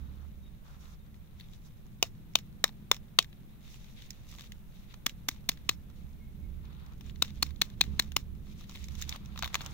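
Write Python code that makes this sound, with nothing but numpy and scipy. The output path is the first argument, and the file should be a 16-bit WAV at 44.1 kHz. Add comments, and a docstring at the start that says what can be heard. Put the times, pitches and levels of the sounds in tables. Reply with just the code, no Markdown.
"""Tapped and rubbed sweet wrapper

A fingernail taps a foil-wrapped sweet in three series close to a two-port phone; thumbs rub and peel the wrapper.
Each tap is a few milliseconds of creases snapping at once, as shaped noise; loose creases crackle in between.
Rubbing is uneven filtered grains. A far engine, noisy pulses through room modes, throbs beneath.
Filtered noise makes a faint hiss and a few thin whistles."""
import sys
import numpy as np
from scipy import signal
from scipy.fft import rfft, irfft, next_fast_len
from scipy.io import wavfile
from scipy.ndimage import uniform_filter1d

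SR = 44100
rng = np.random.default_rng(int(sys.argv[2]) if len(sys.argv) > 2 else 0)


def wav_record(signal):
    """Record a signal, one row per channel, as 16-bit PCM in the file named by sys.argv[1]."""
    frames = np.transpose(np.atleast_2d(signal))
    bounded = np.clip(frames, -1, 1)
    # unit amplitude maps onto the largest positive 16-bit level
    quanta = np.round(bounded * 32767).astype(np.int16)
    wavfile.write(sys.argv[1], SR, quanta)


N = 429093
TIME = np.arange(N) / SR  # s


def taps():
    """Buckling: creases in the film give way together, hold for a moment and die fast; then the finger peels off."""
    # Nail blows on the film. Each row: time in seconds, ring level in dB, ring pitch in Hz,
    # body level (0.75-1.5 kHz) in dB, edge level (1.5-2.4 kHz) in dB, hold in ms.
    blows = [(2.0269, -13, 2800, -25, -27, 0.94), (2.355, -11, 3070, -25, -27.5, 2.07),
             (2.6412, -12.5, 3800, -21, -18, 1.23), (2.915, -10.5, 3540, -18, -20, 1.35),
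             (3.1884, -6, 3210, -17, -19.5, 1.46), (5.064, -21, 3310, -31.5, -27.5, 3.86),
             (5.2865, -24.5, 3420, -33, -27.5, 4.05), (5.491, -18, 4280, -34, -26, 3.24),
             (5.692, -16.5, 4090, -27.5, -25, 3.13), (7.223, -14, 3800, -26.5, -33.5, 3.2),
             (7.4267, -16.5, 4340, -28, -31.5, 3.9), (7.6166, -14.5, 4140, -30.5, -24.5, 3.54),
             (7.8109, -10.5, 4120, -28.5, -24.5, 3), (7.9953, -15.5, 3950, -31.5, -22.5, 3.5),
             (8.1652, -18.5, 2980, -24.5, -26.5, 3.2)]
    s, ring_db, ring_hz, body_db, edge_db, hold_ms = np.transpose(blows)
    hold = hold_ms[:, None]
    same = np.ones(len(s))
    pan_db = -1 * same  # left minus right

    ms = (np.arange(4096) - 512) * 1000 / SR
    after = np.maximum(ms - hold, 0)
    rise_ms = 0.23 + 0.35 * hold
    # the crest lies 0.45 of the way into the hold; 2 dB are lost per ms away from it
    off_crest = np.abs(np.clip(ms, 0, hold) - 0.45 * hold)
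    envelope = np.exp(-(np.minimum(ms, 0) / rise_ms) ** 2) * undb(-2 * off_crest)
    envelope *= np.exp(-after / 0.89) + undb(-21) * np.exp(-after / 10.0)

    def air_pocket_db(hz):
        """Resonance: the air pocket under the nail rings at its own pitch."""
        return 9 / (1 + ((hz - ring_hz[:, None]) / 260) ** 2)

    # a longer hold is a softer blow
    knock_db = -15.5 - 6.5 * hold_ms
    sheen_db = -13 - 3 * hold_ms
    treble_db = -19.5 - 1.5 * hold_ms
    thud_db = -33 * same
    edges = [350, 750, 1500, 2400, 4700, 9000]  # Hz
    bands = [thud_db, knock_db, body_db, edge_db, ring_db, sheen_db, treble_db]
    blow = snaps(s, envelope, air_pocket_db, edges, bands, pan_db, apart=0.45)

    # the dented film springs back in a papery, grainy swell
    grain = undb(0.83 * rng.exponential(size=(len(s), 64))).repeat(64, axis=1)
    grain = uniform_filter1d(grain, 32)
    swell = (ms > 0) * grain * np.exp(-((ms - 28) / 26) ** 2)
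    bands = [(-53.5 + db) * same for db in (-20.5, -15.0, -1.5, -9.5)]
    lift = snaps(s, swell, lambda hz: 0 * hz[None], [600, 1500, 9000], bands, 0.5 * pan_db, apart=2.8)
    return blow + lift


def crackles():
    """Snap-through: single creases flip in about a millisecond, each with its own pitch and length."""
    # The clearest creases. Each row: time in seconds, level in dB, body minus level in dB,
    # sheen above 4.7 kHz minus the range below it in dB.
    clear_creases = [(1.399, -44, -28, -16), (1.409, -40.5, -36, -21), (1.535, -48.5, -19, -9),
                     (2.053, -52, 2, -9), (2.388, -35.5, -16, -8), (2.665, -55, -16, -12),
                     (2.679, -38, -17, -8), (2.692, -42.5, -5, -17), (2.935, -42, -19, -8),
                     (2.945, -35.5, -15, -4), (2.966, -40, -11, -3.5), (3.207, -46.5, -7.5, 1),
                     (3.226, -34.5, -25, -2), (3.245, -39.5, -21, -10), (3.329, -47.5, -19, -18.5),
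                     (3.743, -46, -12.5, -7.5), (4.022, -42.5, -18, -13), (4.106, -33, -39, 6),
                     (4.314, -46, -21, 3), (4.351, -45, -10, -9), (4.385, -42, -9, -9),
                     (4.395, -41, -16, -5), (4.409, -39, -15, -6), (4.438, -49, -13, -18),
                     (4.521, -37.5, -25, -7), (4.942, -42, -8, -8), (5.095, -34, -23.5, -8),
                     (5.314, -40.5, -15, -9), (5.517, -38, -17.5, -6), (5.574, -46.5, -17, -12),
                     (5.713, -41.5, -5, -4.5), (6.863, -52, -8, 0), (7.01, -43, -10, -6.5),
                     (7.097, -42.5, -18.5, -14), (7.159, -46.5, -20, -8), (7.248, -37, -13, -9),
                     (7.305, -46, -11, -7.5), (7.465, -39, -21, -12.5), (7.507, -46, -12, -12),
                     (7.561, -48.5, -17, -8), (7.701, -47, -20, -8), (7.839, -36, -12, -7),
                     (8.023, -37.5, -31, -8), (8.12, -37.5, -16.5, -8), (8.695, -39.5, -5.5, 0),
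                     (8.712, -49, -14, 5), (8.752, -39, -23, -21), (8.757, -36, -11, -16),
                     (8.842, -38.5, -29, 2), (8.885, -39.5, -16, -2), (8.953, -42, -15, 1),
                     (9.016, -32.5, -11, 8), (9.023, -26.5, -29, -2.5), (9.093, -25.5, -25, 2),
                     (9.117, -41, -8, -17), (9.127, -33, -21, -14), (9.16, -38, -4.5, -16),
                     (9.36, -42.5, 1.5, -18), (9.376, -33.5, -7, -12), (9.391, -31.5, -6.5, -1),
                     (9.425, -23, -7, -9), (9.433, -26.5, -1, -19), (9.444, -25, -17, -13),
                     (9.452, -31.5, -10, -11), (9.459, -31, -3.5, -14), (9.477, -34.5, -10, -9),
                     (9.544, -19.5, -8, -4), (9.554, -18.5, -5.5, -9.5), (9.608, -32, -5.5, -25),
                     (9.62, -46, -2, -18), (9.662, -32, -7.5, 1)]
    s, db, body, sheen = np.vstack([clear_creases, loose_creases()]).T
    chance = rng.random((len(s), 3))

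    ms = (np.arange(1024) - 128) * 1000 / SR
    decay_ms = 0.78 + 0.49 * chance[:, :1]
    envelope = np.exp(np.minimum(ms, 0) / 0.6) * np.exp(-np.maximum(ms, 0) / decay_ms)
    envelope += undb(-12.5) * (ms > 0) * np.exp(-ms / 6)

    def pitch_db(hz):
        """Resonance: each crease favours a range of its own."""
        return 6 / (1 + ((hz - 2800 - 1500 * chance[:, 1:2]) / 500) ** 2)

    body_db = db + body
    treble_db = db - 6 + 0.19 * sheen - 6 * chance[:, 2]
    bands = [body_db - 18.5, body_db, *split(db, sheen), treble_db]
    pan_db = np.full(len(s), -1.5)
    return snaps(s, envelope, pitch_db, [500, 1500, 4700, 8000], bands, pan_db, apart=0.98)


def loose_creases():
    """Poisson process: small creases at chance moments, their level following the rub that frees them."""
    rate_per_s, over_rub_db, spread_db = 18, 9, 3
    chance = rng.random((400, 4))
    s = 0.022 + np.cumsum(-np.log(1 - chance[:, 0])) / rate_per_s
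    inside = s < N / SR
    chance, s = chance[inside], s[inside]
    rub_db = rubbing()[0][(s * SR).astype(int)]
    db = rub_db + over_rub_db - spread_db * np.log(1 - chance[:, 1])
    body = -18 * chance[:, 2]
    sheen = 1.5 - 18 * chance[:, 3]
    return np.transpose([s, db, body, sheen])


def snaps(s, envelope, colour_db, edges, band_db, pan_db, apart):
    """Shot noise: bursts of tiny snaps under an envelope reach both ports; band_db sets each band's strength."""
    size = envelope.shape[1]
    hz = np.arange(size // 2 + 1) * SR / size
    chance = rng.standard_normal((len(s), 3, size))
    # both ports hear the same creases, plus some, mostly fine ones, that face only one of them
    push = rfft(chance * envelope[:, None])
    heard = push[:, :1] + apart * (0.32 + hz / 9000) * push[:, 1:]
    tone = heard * causal(port_db(hz) + colour_db(hz)[:, None])

    # bring each band to its level, then tilt the balance between the ports
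    band = np.searchsorted(edges, hz)
    power = np.array([np.sum(np.abs(tone[..., band == k]) ** 2, axis=2) for k in range(len(edges) + 1)])
    wanted_db = np.array(band_db) + 10 * np.log10(np.sum(envelope ** 2, axis=1) * size / 4)
    gain_db = (wanted_db - 10 * np.log10(power.mean(axis=2)))[..., None]
    gain_db = gain_db + pan_db[:, None] * np.array([0.5, -0.5])
    smooth_db = uniform_filter1d(np.moveaxis(gain_db[band], 0, -1), size // 300)
    tone *= causal(smooth_db)

    out = np.zeros((2, N + size))
    for t, burst in zip(s, irfft(tone)):
        at = int(t * SR) - size // 8  # the envelope's zero time lies an eighth in
        out[:, at:at + size] += burst
    out[1] = np.roll(out[1], 5)  # the right port hears it 5 samples later
    return out[:, :N]


def port_db(hz):
    """Diffraction and resonance: how each port hears the film, in dB."""
    # Response of the two ports. 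Each row: frequency in Hz, left gain in dB, right gain in dB.
    port_response = [(159.7, -7, -15.5), (600, 6.5, -0.5), (1190, 16, 11), (1485, 11, 2), (2110, 14.5, 9.5),
                     (2800, 11.5, 5.5), (3200, 10, 5.5), (3667, 16.5, 7), (5330, 1.5, 5.5),
                     (5160, -7.5, 10.5), (5900, -6.5, 10), (6880, -6, 8), (8400, -2.5, -9.5),
                     (11630, 2, -3), (15600, 7.5, 8.5), (17500, -31, -27)]
    points, left, right = np.transpose(port_response)
    return np.array([on_log(hz, points, left), on_log(hz, points, right)])


def rustle():
    """Friction: uneven grains of skin on film, unrelated at the two ports; each range comes in its own fits."""
    db, body_db, sheen_db = rubbing()
    # now and then a grain catches and stands out, more so the harder the film is worked
    grip = np.clip(1.9 + (db + 62) / 8, 1.7, 3.4)
    catch = rng.exponential(size=(3, 1, N // 48 + 1)).repeat(48, axis=2)[..., :N]
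    catches = undb(grip * (catch - 1.2))
    fits = undb([[1.4 * walk(60)] for _ in range(3)])
    grains = rng.standard_normal((3, 2, N)) * catches * fits

    def film(hz):
        # coloured by the ports; coarse and fine grains have no sound above 15.9 kHz
        return undb(0.59 * port_db(hz)) * (hz < 15900)

    def highpass(hz, corner_hz, order):
        return 1 / (1 + (corner_hz / np.maximum(hz, 1)) ** order)

    def coarse_gain(hz):
        ring = undb(2.5 / (1 + ((hz - 3650) / 390) ** 2))  # the rubbed film favours one range
        return ring * film(hz) * highpass(hz, 1700, 6) / (1 + (hz / 4800) ** 8)

    def fine_gain(hz):
        slope = (0.66 + 1 / (1 + (hz / 7500) ** 8)) / (0.8 + hz / 12000)
        return film(hz) * highpass(hz, 4800, 8) * slope

    coarse = unit(shaped(grains[0], coarse_gain))
    fine = unit(shaped(grains[1], fine_gain))
    body = unit(shaped(grains[2], lambda hz: 1 / (1 + ((hz - 1100) / 500) ** 2)))
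    return undb(db) * (coarse + undb(sheen_db) * fine + undb(body_db) * body)


def rubbing():
    """Power addition: strokes swell, hold and fade; returns the level and the shares of body and sheen, in dB."""
    # Strokes of skin on the film. Each row: start in seconds, length in seconds, level in dB,
    # body minus level in dB, sheen minus level in dB.
    strokes = [(0, 0.25, -73.5, 3.5, -9), (0.663, 0.095, -70, 6, -4.5), (0.808, .13, -70, 2.5, 2),
               (1.403, 0.013, -62, -14, -7), (1.44, 0.02, -66.5, -17, -15), (1.527, 0.034, -69.5, -12, 1.5),
               (1.658, 0.013, -73.5, 0, 8), (3.647, .12, -63.5, -17, 0), (3.77, 0.15, -68.5, -18, 0.5),
               (3.972, 0.097, -62, -21, -5), (4.125, .11, -69.5, -11, -4.5), (4.291, 0.051, -62, -13, 1.5),
               (4.376, 0.089, -61, -23, -3), (4.746, 0.1, -71, -14, -1.5), (4.911, 0.016, -63, -7, -6.5),
               (5.347, 0.024, -65, -15, -7.5), (5.503, 0.19, -72.5, -4, -6),
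               (5.961, .06, -74.5, -4.5, -1.5), (6.65, 0.28, -70, 3.5, -13), (7.06, 0.036, -64.5, -8, -4),
               (7.233, 0.068, -61.5, -11, -7), (7.349, 0.035, -67, -5.5, -4), (7.433, 0.067, -63.5, -4, -7),
               (7.628, 0.11, -66.5, -4, -9), (7.81, 0.27, -65.5, -3.5, -5.5), (8.481, 0.045, -65, -8, -2),
               (8.586, 0.054, -60.5, -12, -5.5), (8.704, 0.15, -59, -14, -3), (8.91, 0.043, -61, -3.5, -4),
               (8.984, 0.051, -55, -12, -2), (9.091, 0.067, -53.5, -2.5, -4.5),
               (9.21, 0.17, -65.5, -1, -10), (9.386, 0.12, -60, -4, -6), (9.54, 0.023, -53.5, -1, -8),
               (9.594, 0.16, -57, -2, -4.5)]
    attack_s, release_s = 0.011, 0.0083

    def powers(db, body_db, sheen_db):
        return undb(2 * (db + np.array([[0], [body_db], [sheen_db]])))

    power = powers(-76, -5, -3.5)  # the wrapper resting in the hand
    for s, length, *levels in strokes:
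        before = np.minimum(TIME - s, 0)
        after = np.maximum(TIME - s - length, 0)
        power = power + powers(*levels) * np.exp(before / attack_s - after / release_s)
    db = 10 * np.log10(power)
    return db[0], db[1] - db[0], db[2] - db[0]


def engine():
    """Modal excitation: uneven firings and noise drive the room modes, which lie differently at the two ports."""
    # Course of the engine. Each row: time in seconds, throb of the low modes in dB,
    # drone of the upper modes in dB.
    engine_course = [(0.0, -44.5, -52), (0.8, -55, -59.5), (1.02, -53, -59.5), (2.32, -65, -53),
                     (4.5, -56.5, -58), (4.7, -63.5, -59), (5.78, -50, -53), (6.28, -49, -54),
                     (6.48, -40.5, -49), (6.86, -50.5, -53.5), (7.06, -42, -49.5), (7.67, -44, -50.5),
                     (7.9, -38.5, -45), (8.16, -45, -50.5), (8.4, -43, -48.5), (8.71, -53, -51.5),
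                     (8.95, -38, -51), (9.27, -52.5, -50.5), (9.48, -42, -51.5), (9.72, -50.5, -47.5)]
    # Room modes. Each row: frequency in Hz, width in Hz, level in dB, left minus right in dB.
    low_modes = [(34.7, 31, -9.5, -9), (69.3, 17.7, -6.5, -19.5)]
    upper_modes = [(115, 31, -3, -9), (130.7, 42, 1.5, 0), (166.8, 75, 1.5, -0.5), (200.4, 9, 3, 5),
                   (214, 5.8, -4.5, -4.5), (268, 190, -14, 1)]
    s, throb_points, drone_points = np.transpose(engine_course)
    throb_db = np.interp(TIME, s, throb_points)
    drone_db = np.interp(TIME, s, drone_points)

    firing_hz = 35.2 * (1 + 0.021 * walk(3))
    cycle = np.cumsum(firing_hz) / SR
    firing = np.diff(np.floor(cycle), prepend=0) * undb(2.7 * walk(30))
    shared_noise = 1.5 * rng.standard_normal(N)
    own_noise = 0.9 * rng.standard_normal((2, N))
    drive = 0.85 * unit(firing) + shared_noise + own_noise

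    def room(modes):
        """Superposition: the modes add up as complex resonances."""
        def gain(hz):
            total = 0
            for f, width, db, pan in modes:
                level = undb(db + np.array([[pan], [-pan]]) / 2)
                resonance = 1 / (1 + 2j * (hz - f) / width)
                skirt = 1 / (1 + ((hz - f) / width) ** 2 / 4)
                total = total + level * resonance * skirt
            return total
        return unit(shaped(drive, gain))

    return undb(throb_db) * room(low_modes) + undb(drone_db) * room(upper_modes)


def whistles():
    """Narrow-band noise: thin, breathy tones that swell and fade."""
    # Faint whistles. Each row: start in seconds, length in seconds, pitch in Hz, level in dB.
    thin_tones = [(.02, 0.074, 3790, -78), (0.412, .09, 3750, -72), (.97, .07, 3680, -77),
                  (6.17, 0.14, 2173, -74.5), (6.4, .1, 2190, -78.5)]
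    width_hz = 40
    out = 0
    for s, length, pitch_hz, db in thin_tones:
        tone = shaped(rng.standard_normal(N), lambda hz: 1 / (1 + (2 * (hz - pitch_hz) / width_hz) ** 2))
        swell = np.sin(np.pi * np.clip((TIME - s) / length, 0, 1))
        out = out + undb(db) * unit(tone) * swell
    return out


def hiss():
    """Partial coherence: a building rumble shared by both ports, plus the self-noise of each."""
    # Spectrum of the background. Each row: frequency in Hz, relative spectral level in dB.
    hiss_spectrum = [(25, -1.5), (50, 0), (90, -14), (130, -13), (212, -14.5), (240, -29.5), (400, -28.5),
                     (520, -29), (1000, -34.5), (2500, -39), (4000, -44), (5000, -54.5), (9000, -47.5),
                     (12500, -42.5), (15700, -39.5), (16100, -80.5)]
    points, db = np.transpose(hiss_spectrum)

    def colour(hz):
        return undb(on_log(hz, points, db))

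    def rumble(hz):
        return 1.2 * colour(hz) / (1 + (np.log(np.maximum(hz, 1) / 170) / 0.77) ** 4)

    own = shaped(rng.standard_normal((2, N)), colour)
    shared = shaped(rng.standard_normal(N), rumble)
    return undb(-51.5 + 0.72 * walk(0.93)) * unit(own + shared)


def undb(db):
    """Decibel law: amplitude for a level in dB."""
    return 10 ** (np.asarray(db) / 20)


def unit(x):
    """Normalisation: scale to an RMS of 1."""
    return x / np.sqrt(np.mean(x ** 2))


def split(db, upper_db):
    """Power sharing: divide a level between a lower and an upper range that differ by upper_db."""
    lower = db - 10 * np.log10(1 + 10 ** (upper_db / 10))
    return [lower, lower + upper_db]


def on_log(hz, points, values):
    """Logarithmic frequency scale: interpolate values between points in Hz."""
    return np.interp(np.log(np.maximum(hz, 1)), np.log(points), values)


def causal(db):
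    """Minimum phase: the causal response for a gain in dB, by folding its cepstrum."""
    c = irfft(db * np.log(10) / 20)
    half = c.shape[-1] // 2
    c[..., 1:half] *= 2
    c[..., half + 1:] = 0
    return np.exp(rfft(c))


def shaped(x, gain):
    """Linear filtering: multiply the spectrum by a gain given as a function of frequency."""
    size = next_fast_len(N)
    hz = np.arange(size // 2 + 1) * SR / size
    return irfft(rfft(x, size) * gain(hz), size)[..., :N]


def walk(rate):
    """Smoothed random process: chance levels held 1 / rate s and slewed twice."""
    k = int(SR / rate)
    held = np.repeat(rng.standard_normal(N // k + 1), k)
    return 1.3 * uniform_filter1d(uniform_filter1d(held, k), k)[:N]


def scene():
    """Superposition: all sources add at the two ports."""
    return taps() + crackles() + rustle() + engine() + hiss() + whistles()


def record(dry):
    """Saturation and band limiting: the loudest peaks are rounded; nothing sounds above about 16.7 kHz."""
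    rounded = np.tanh(0.92 * dry) / 0.86
    lowpass = signal.ellip(10, 0.2, 80, 16700, fs=SR, output="sos")  # order, ripple dB, stop dB, edge Hz
    return signal.sosfilt(lowpass, rounded)


dry = scene()
out = record(dry)
wav_record(out)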